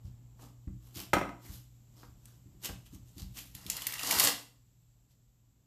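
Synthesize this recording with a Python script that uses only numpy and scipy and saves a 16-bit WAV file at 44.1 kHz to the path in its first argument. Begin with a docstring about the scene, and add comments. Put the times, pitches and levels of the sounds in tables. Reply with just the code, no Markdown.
"""Clay on parchment paper

Hands flatten a slab of clay on a wooden table in a small room, over a low mains hum.
Palms thud, pat and brush the sheet, and a small tool lands with a rocking knock.
Then the clay is peeled off: the paper buckles, flaps and snaps in a loud crackle."""
import sys
import numpy as np
from scipy import signal
from scipy.fft import rfft, irfft
from scipy.io import wavfile

SR = 44100
rng = np.random.default_rng(int(sys.argv[2]) if len(sys.argv) > 2 else 0)


def pcm_store(signal):
    """Save signal as 16-bit PCM."""
    levels = np.round(np.clip(np.atleast_2d(signal), -1, 1) * 32767)
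    wavfile.write(sys.argv[1], SR, levels.astype(np.int16).T)


N = 249603
TIME = np.arange(N) / SR


def from_db(db):
    """Decibels to gain."""
    return 10 ** (np.asarray(db) / 20)


def unit_rms(x):
    """Scale to unit power."""
    return x / np.sqrt(np.mean(x ** 2) + 1e-20)


def in_time(rows, outside=None):
    """Each column of a curve at every sample."""
    times_s, *columns = np.transpose(rows)
    return [np.interp(TIME, times_s, column, outside, outside) for column in columns]


def at_hz(points, hz):
    """Read a spectrum on a log-frequency axis."""
    points_hz, values = np.transpose(points)
    return np.interp(np.log(np.maximum(hz, 1)), np.log(points_hz), values)


def add(out, start_s, sound):
    """Mix a short sound in at start_s."""
    i = max(int(round(start_s * SR)), 0)
    out[i:i + len(sound)] += sound[:N - i]


def drift(rate_hz, hop=40, warmup=2000):
    """Smooth random wander of unit spread."""
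    pole = np.exp(-2 * np.pi * rate_hz * hop / SR)
    noise = rng.standard_normal(N // hop + warmup + 2)
    slow = signal.lfilter([1], [1, -2 * pole, pole * pole], noise)[warmup:]
    return np.interp(np.arange(N) / hop, np.arange(len(slow)), unit_rms(slow))


def colour(x, spectrum, size=8192):
    """Minimum-phase filter with the given spectrum; white noise keeps its power."""
    hz = np.maximum(np.arange(size // 2 + 1) * SR / size, 1)
    skirts = np.minimum(hz / spectrum[0][0], 1) ** 2 * np.minimum(spectrum[-1][0] / hz, 1) ** 2
    cepstrum = irfft(np.log(from_db(at_hz(spectrum, hz)) * skirts + 1e-6))
    cepstrum[1:size // 2] *= 2
    cepstrum[size // 2 + 1:] = 0
    response = irfft(np.exp(rfft(cepstrum)))
    return signal.fftconvolve(x, response / np.linalg.norm(response))[:N]


def resonate(x, hz, width_hz):
    """A broad resonance; white noise keeps its power."""
    r, w = np.exp(-np.pi * width_hz / SR), 2 * np.pi * hz / SR
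    gain = np.sqrt((1 - r * r) / 2)
    return signal.lfilter([gain, 0, -gain], [1, -2 * r * np.cos(w), r * r], x)


def ring(blows, modes):
    """Blows (start, force pulse) ring decaying modes, meeting each with a random sign."""
    out = np.zeros(N)
    signs = rng.choice([-1, 1], (len(blows), len(modes)))
    for k, (hz, level_db, t60_s) in enumerate(modes):
        force = np.zeros(N)
        for (start_s, push), sign in zip(blows, signs[:, k]):
            add(force, start_s, sign * push)
        r, w = from_db(-60 / (t60_s * SR)), 2 * np.pi * hz / SR
        mode = signal.lfilter([0, np.sin(w)], [1, -2 * r * np.cos(w), r * r], force + 1e-18)
        out += from_db(level_db) * mode
    return out


def burst(decay_s, size=2048):
    """A fast-decaying puff of noise."""
    return rng.uniform(-1.2, 1, size) * np.exp(-TIME[:size] / decay_s)


def grains(per_s, spread_db, decay_s):
    """Random micro-snaps, each a very short noise burst; unit power overall."""
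    sizes = from_db(spread_db * rng.uniform(-0.84, 1, N))
    onsets = rng.random(N) < per_s / SR
    energy = signal.lfilter([1], [1, -np.exp(-2 / (decay_s * SR))], onsets * sizes ** 2 + 1e-18)
    return unit_rms(np.sqrt(energy) * rng.standard_normal(N))


def decays(events, decay_s):
    """An envelope that jumps at each event and dies away."""
    out = np.zeros(N)
    for start_s, level_db, *_ in events:
        add(out, start_s, from_db(level_db) * np.exp(-TIME[:SR // 2] / decay_s))
    return out


# Each row: time in seconds, hum in dB, rumble in dB, hiss in dB.
BACKGROUND_LEVELS = [(0, -55.5, -59, -75.5), (1.4, -57, -70, -72.5), (1.9, -60, -62, -73),
                     (4.1, -62, -61, -72.5), (4.5, -67.5, -68.5, -75.5), (5.66, -71, -69, -79.5)]
# Each row: frequency in Hz, relative density in dB.
RUMBLE_SPECTRUM = [(25, -6.5), (42, 6), (72, -6), (110, -0.5), (170, -6), (270, -12), (380, -21.5),
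                   (1000, -28.5), (1600, -36.5), (3000, -40)]
MIC_HISS_SPECTRUM = [(1000, -10.5), (2000, -10), (3200, -6.5), (5000, -7.5), (6400, -5.5), (7400, 3.5),
                     (8000, -0.5), (8600, -19), (10200, -14.5), (12600, -4.5), (14500, -5.5)]

def background(hum_hz=119.5, fundamental_db=-11, wander_rad=0.34):
    """Mains hum with its weaker fundamental, room rumble and microphone hiss; all sink near the end."""
    hum_db, rumble_db, hiss_db = in_time(BACKGROUND_LEVELS)
    phase = 2 * np.pi * hum_hz * TIME + wander_rad * drift(rate_hz=2.8)
    hum = np.sqrt(2) * from_db(hum_db) * (np.sin(phase) + from_db(fundamental_db) * np.sin(phase / 2))
    rumble = from_db(rumble_db) * colour(rng.standard_normal(N), RUMBLE_SPECTRUM)
    hiss = from_db(hiss_db) * colour(rng.standard_normal(N), MIC_HISS_SPECTRUM)
    return hum + rumble + hiss


# Each row: frequency in Hz, T60 in seconds.
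ROOM_DECAY = [(100, .55), (260, .46), (700, .4), (1840, .36), (4850, .38), (12800, .36)]
# Each row: frequency in Hz, reverberation in dB re the direct sound.
ROOM_LEVELS = [(60, -11), (250, -1), (1000, -5.5), (3000, -3.5), (12000, -9.5)]

def room(x, first_echo_s=0.0042):
    """Diffuse reflections follow the direct sound and die away band by band."""
    t = TIME[:SR * 3 // 4]
    onset = np.clip(t / first_echo_s - 1, 0, 1)
    edges_hz = np.geomspace(40, 18000, 10)
    tail = np.zeros(len(t))
    for low, high in zip(edges_hz, edges_hz[1:]):
        hz = np.sqrt(low * high)
        fade = from_db(-60 * t / at_hz(ROOM_DECAY, hz))
        bandpass = signal.butter(2, [low, high], "band", fs=SR, output="sos")
        band = onset * fade * signal.sosfilt(bandpass, rng.standard_normal(len(t)))
        gain = from_db(at_hz(ROOM_LEVELS, hz)) * np.sqrt(2 * (high - low) / SR)
        tail += gain * band / np.linalg.norm(band)
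    return x + signal.fftconvolve(x, tail)[:N]


# Each row: start in seconds, level in dB.
FINGER_PATS = [(0.393, -57), (0.676, -59.5), (2.031, -48), (2.690, -39)]
# Each row: frequency in Hz, relative density in dB.
PAT_SPECTRUM = [(120, -5.5), (270, 8), (480, 3.5), (750, 3.5), (1150, 2), (1900, -5), (2600, -13),
                (5000, -19.5)]

def finger_pats():
    """Flat fingers press the air out from under the sheet in a short hollow slap."""
    return colour(decays(FINGER_PATS, decay_s=0.0099) * rng.standard_normal(N), PAT_SPECTRUM)


# Each row: peak time in seconds, length in seconds, hiss in dB before trim, rub in dB, resonance in Hz.
BRUSH_STROKES = [(0.062, 0.064, -67.5, -68.5, 5040), (0.428, 0.08, -58, -56.5, 6840),
                 (0.865, 0.11, -64, -67.5, 12600), (0.963, 0.034, -46.5, -81, 4250),
                 (0.996, 0.063, -42.5, -50.5, 2930), (1.463, 0.087, -52, -60.5, 2110),
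                 (1.545, 0.092, -53.5, -70, 12380), (1.995, 0.12, -62, -65, 5200),
                 (2.282, 0.14, -64.5, -73.5, 1542), (2.652, 0.043, -36, -48, 2850),
                 (2.864, 0.025, -56.5, -85, 2920), (2.937, 0.062, -59.5, -64.5, 6500),
                 (3.09, 0.082, -65.5, -80, 7200), (3.2, 0.062, -48.5, -61.5, 4820),
                 (3.379, 0.041, -40.5, -57, 3020), (3.413, 0.17, -56, -79.5, 12400),
                 (5.112, 0.044, -70.5, -83.5, 5060)]
# Each row: frequency in Hz, relative density in dB.
FIBRE_SPECTRUM = [(700, -13.5), (1500, -9), (2400, -9), (2800, -2.5), (4500, -3.5), (7500, -2),
                  (9500, -8.5), (12700, -0.5), (15000, -3.5)]
RUB_SPECTRUM = [(90, -9.5), (260, 18), (480, 2.5), (750, 4.5), (1150, 4), (1500, -7.5), (2500, -20),
                (5000, -20.5)]

def brushing(hiss_trim_db=-2.5, resonance_db=-11, rise_share=0.37, roundness=1.3):
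    """Skin and sleeve catch on the fibres: grainy hiss, resonance of the free paper, hollow rub."""
    fibres = grains(per_s=1500, spread_db=3.5, decay_s=0.0008)
    hiss, rub, paper = np.zeros((3, N))
    for peak_s, length_s, hiss_db, rub_db, hz in BRUSH_STROKES:
        from_peak = np.maximum((peak_s - TIME) / rise_share, (TIME - peak_s) / (1 - rise_share))
        speed = np.exp(-np.minimum(from_peak / length_s, 10) ** roundness)
        hiss += from_db(hiss_db + hiss_trim_db) * speed
        rub += from_db(rub_db) * speed
        paper += from_db(hiss_db + resonance_db) * speed ** 2 * resonate(fibres, hz, hz / 4)
    catches = grains(per_s=670, spread_db=0, decay_s=0.0028)
    return colour(hiss * fibres, FIBRE_SPECTRUM) + paper + colour(rub * catches, RUB_SPECTRUM)


# Each row: start in seconds, impulse in dB, contact time in ms.
PALM_BLOWS = [(0.045, -33.5, 7), (0.672, -31, 4.26), (0.961, -40.5, 1.9), (1.134, -29.5, 1.05),
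              (1.489, -34, 6.6), (2.082, -46.5, 5.6), (2.455, -48.5, 3.35), (2.546, -55, 2.1),
              (2.685, -33, 5.2), (2.725, -45, 9.1), (2.925, -38.5, 3.94), (3.016, -45.5, 7),
              (3.162, -42, 3.4), (3.216, -31.5, 5.8), (3.543, -43, 4.9), (3.657, -43.5, 2.45),
              (4.160, -38, 6.8)]
# Each row: frequency in Hz, gain in dB, T60 in seconds.
TABLETOP_MODES = [(41.8, -17, 0.32), (55.6, -14.5, 0.83), (75.95, -9, 0.3), (97, -4.5, 0.092),
                  (125.2, -7, .3), (155, -12, 0.14), (191.8, -10, 0.26), (264.5, -4, 0.13),
                  (308.7, -9, 0.24), (347, -10, 0.37), (423, -14, 0.18)]

def palm_thuds():
    """A soft push of hand and clay rings the tabletop; the longer the contact, the duller."""
    blows = []
    for start_s, level_db, contact_ms in PALM_BLOWS:
        push = np.sin(np.pi * np.minimum(TIME[:1024] * 1000 / contact_ms, 1)) ** 2
        blows.append((start_s, from_db(level_db) * push / push.sum()))
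    return ring(blows, TABLETOP_MODES)


# Each row: start in seconds, impulse in dB, relative crack in dB before trim.
TOOL_CONTACTS = [(1.1331, -11, 0.5), (1.1365, -13, 5), (1.142, -20, -1.5), (1.1675, -13, -16),
                 (1.184, -22.5, -2), (1.213, -17, -16), (1.292, -33, -5.5)]
# Each row: frequency in Hz, gain in dB, T60 in seconds.
TOOL_ON_TABLE_MODES = [(197, -17.5, 0.048), (269.3, -12.5, 0.07), (360, -16.5, 0.041), (584, -17.5, 0.037),
                       (680, -12, 0.042), (816, -17, 0.035), (978, -15, 0.083), (1267, -7.5, .022),
                       (1537, -15, 0.023), (2056, -9, 0.017), (2470, -13.5, 0.013), (3532, -23.5, .012),
                       (5640, -18, 0.016)]
# Each row: frequency in Hz, relative density in dB.
CRACK_SPECTRUM = [(200, 2), (700, 4.5), (2200, -1.5), (3200, -7.5), (6000, -13.5), (8500, -12),
                  (11000, -19), (15000, -15)]

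def tool_knocks(soft_hz=550, lowest_hz=160, crack_trim_db=-9):
    """The tool lands and rocks with cracks and a woody ring; contacts with less crack ring duller."""
    blows, crack = [], np.zeros(N)
    for start_s, level_db, crack_db in TOOL_CONTACTS:
        corner_hz = soft_hz * (1 + from_db(crack_db + 20))
        push = np.exp(-2 * np.pi * corner_hz * TIME[:128])
        blows.append((start_s, from_db(level_db) * push / push.sum()))
        add(crack, start_s, from_db(level_db + crack_db + crack_trim_db) * burst(decay_s=0.0067))
    # A small contact radiates no deep bass.
    highpass = signal.butter(2, lowest_hz, "high", fs=SR, output="sos")
    wood = signal.sosfilt(highpass, ring(blows, TOOL_ON_TABLE_MODES))
    return wood + colour(crack, CRACK_SPECTRUM)


# Each row: time in seconds, pull as a relative sound level in dB.
PEEL_PULL = [(3.545, -54.5), (3.665, -54.5), (3.715, -44.5), (3.96, -46.5), (4.105, -29.5), (4.16, -30),
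             (4.204, -25.5), (4.28, -27), (4.33, -45)]

def sheet_pull_db():
    """How hard the sheet is pulled off the clay."""
    return in_time(PEEL_PULL, outside=-120)[0]


# Each row: start in seconds, relative level in dB, facet ring in Hz.
LOUD_CREASES = [(0.951, -41, 4370), (1.001, -30, 2570), (2.2557, -40.5, 7800), (2.6465, -25, 7160),
                (2.6563, -22.5, 4500), (2.9474, -42, 7300), (3.181, -36, 4570), (3.5501, -30, 14100),
                (3.6645, -29, 3520), (3.6997, -13.5, 7030), (3.7671, -22, 3860), (3.8199, -24, 3034),
                (3.8685, -15, 12300), (3.923, -23, 2150), (3.9387, -22.5, 5590), (3.9933, -24, 2884),
                (4.0323, -21.5, 5400), (4.0724, -20.5, 6170), (4.1099, -9, 1839), (4.1866, -13.5, 4694),
                (4.1975, -7, 11300), (4.2385, -12, 13010), (4.248, -9.5, 8030), (4.2725, -9.5, 4690)]
# Each row: frequency in Hz, relative density in dB.
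SNAP_SPECTRUM = [(400, -12), (1200, -18.5), (2200, -1.5), (4500, -0.5), (7200, 1.5), (9300, -0.5),
                 (11500, 2.5), (15000, 3)]

def crease_snaps(tick_db=-5, ring_db=-8, lesser_db=-16, decay_s=0.0032):
    """Creases flip with bright ticks pitched by facet size; lesser, random ones follow the pull."""
    out = from_db(sheet_pull_db() + lesser_db) * grains(per_s=44, spread_db=2, decay_s=decay_s)
    for start_s, level_db, hz in LOUD_CREASES:
        tick = from_db(level_db + tick_db) * burst(decay_s)
        facet = resonate(tick, hz, hz / 4)
        add(out, start_s, tick + from_db(ring_db) * facet)
    return colour(out, SNAP_SPECTRUM)


# Each row: frequency in Hz, relative density in dB.
FLAP_SPECTRUM = [(65, -45.5), (110, -10), (236, -6), (271, -2.5), (376, -10), (628, -6), (777, -3.5),
                 (1020, -0.5), (1180, -3), (1850, -11), (2200, -15), (2860, -40), (4840, -120)]

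def loose_sheet(level_db=-40.5, at_pull_db=-30, db_per_pull_db=1.066):
    """The loose part of the sheet flaps with the pull."""
    envelope = from_db(level_db + db_per_pull_db * (sheet_pull_db() - at_pull_db))
    return colour(envelope * grains(per_s=560, spread_db=7.5, decay_s=0.0027), FLAP_SPECTRUM)


# Each row: frequency in Hz, width in Hz, gain in dB.
TAUT_MODES = [(1975, 240, -1), (2750, 100, -3.5)]

def taut_sheet(buckling, slack_db=-17.5, taut_db=-10, tautest_s=3.921, width_s=0.12):
    """Buckles pluck the paper; its ring stands out most from the crackle while the sheet is taut."""
    tension = np.exp(-((TIME - tautest_s) / width_s) ** 2)
    strength = buckling * (from_db(slack_db) + from_db(taut_db) * tension)
    plucks = strength * grains(per_s=240, spread_db=8, decay_s=0.00031)
    return sum(from_db(db) * resonate(plucks, hz, width_hz) for hz, width_hz, db in TAUT_MODES)


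# Each row: frequency in Hz, relative density in dB.
CRACKLE_SPECTRUM = [(900, -11.5), (1500, -14), (2300, -10.5), (2800, -3), (3500, -3.5), (4800, 0),
                    (6000, -3), (7500, -1), (9200, -7.5), (11000, -2), (13000, -3.5), (14500, -1.5)]

def peeling(crackle_db=-3.5, settle_db=-25, settle_s=0.017):
    """The sheet leaves the clay in a swarm of small buckles and crackles on after each loud snap."""
    buckling = from_db(sheet_pull_db()) + from_db(settle_db) * decays(LOUD_CREASES, settle_s)
    crackle = from_db(crackle_db) * buckling * grains(per_s=1000, spread_db=1.5, decay_s=0.0054)
    return colour(crackle, CRACKLE_SPECTRUM) + loose_sheet() + taut_sheet(buckling)


def scene():
    """Everything on the table sounds into the room, over the background; mono."""
    direct = palm_thuds() + tool_knocks() + finger_pats() + brushing() + peeling() + crease_snaps()
    return (room(direct) + background())[None]


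def record(dry, low_hz=34, high_hz=14270):
    """The small microphone loses the deepest bass; a steep low-pass cuts the top."""
    thin = signal.sosfilt(signal.butter(4, low_hz, "high", fs=SR, output="sos"), dry)
    return signal.sosfilt(signal.ellip(14, .2, 70, high_hz, fs=SR, output="sos"), thin)


dry = scene()
out = record(dry)
pcm_store(out)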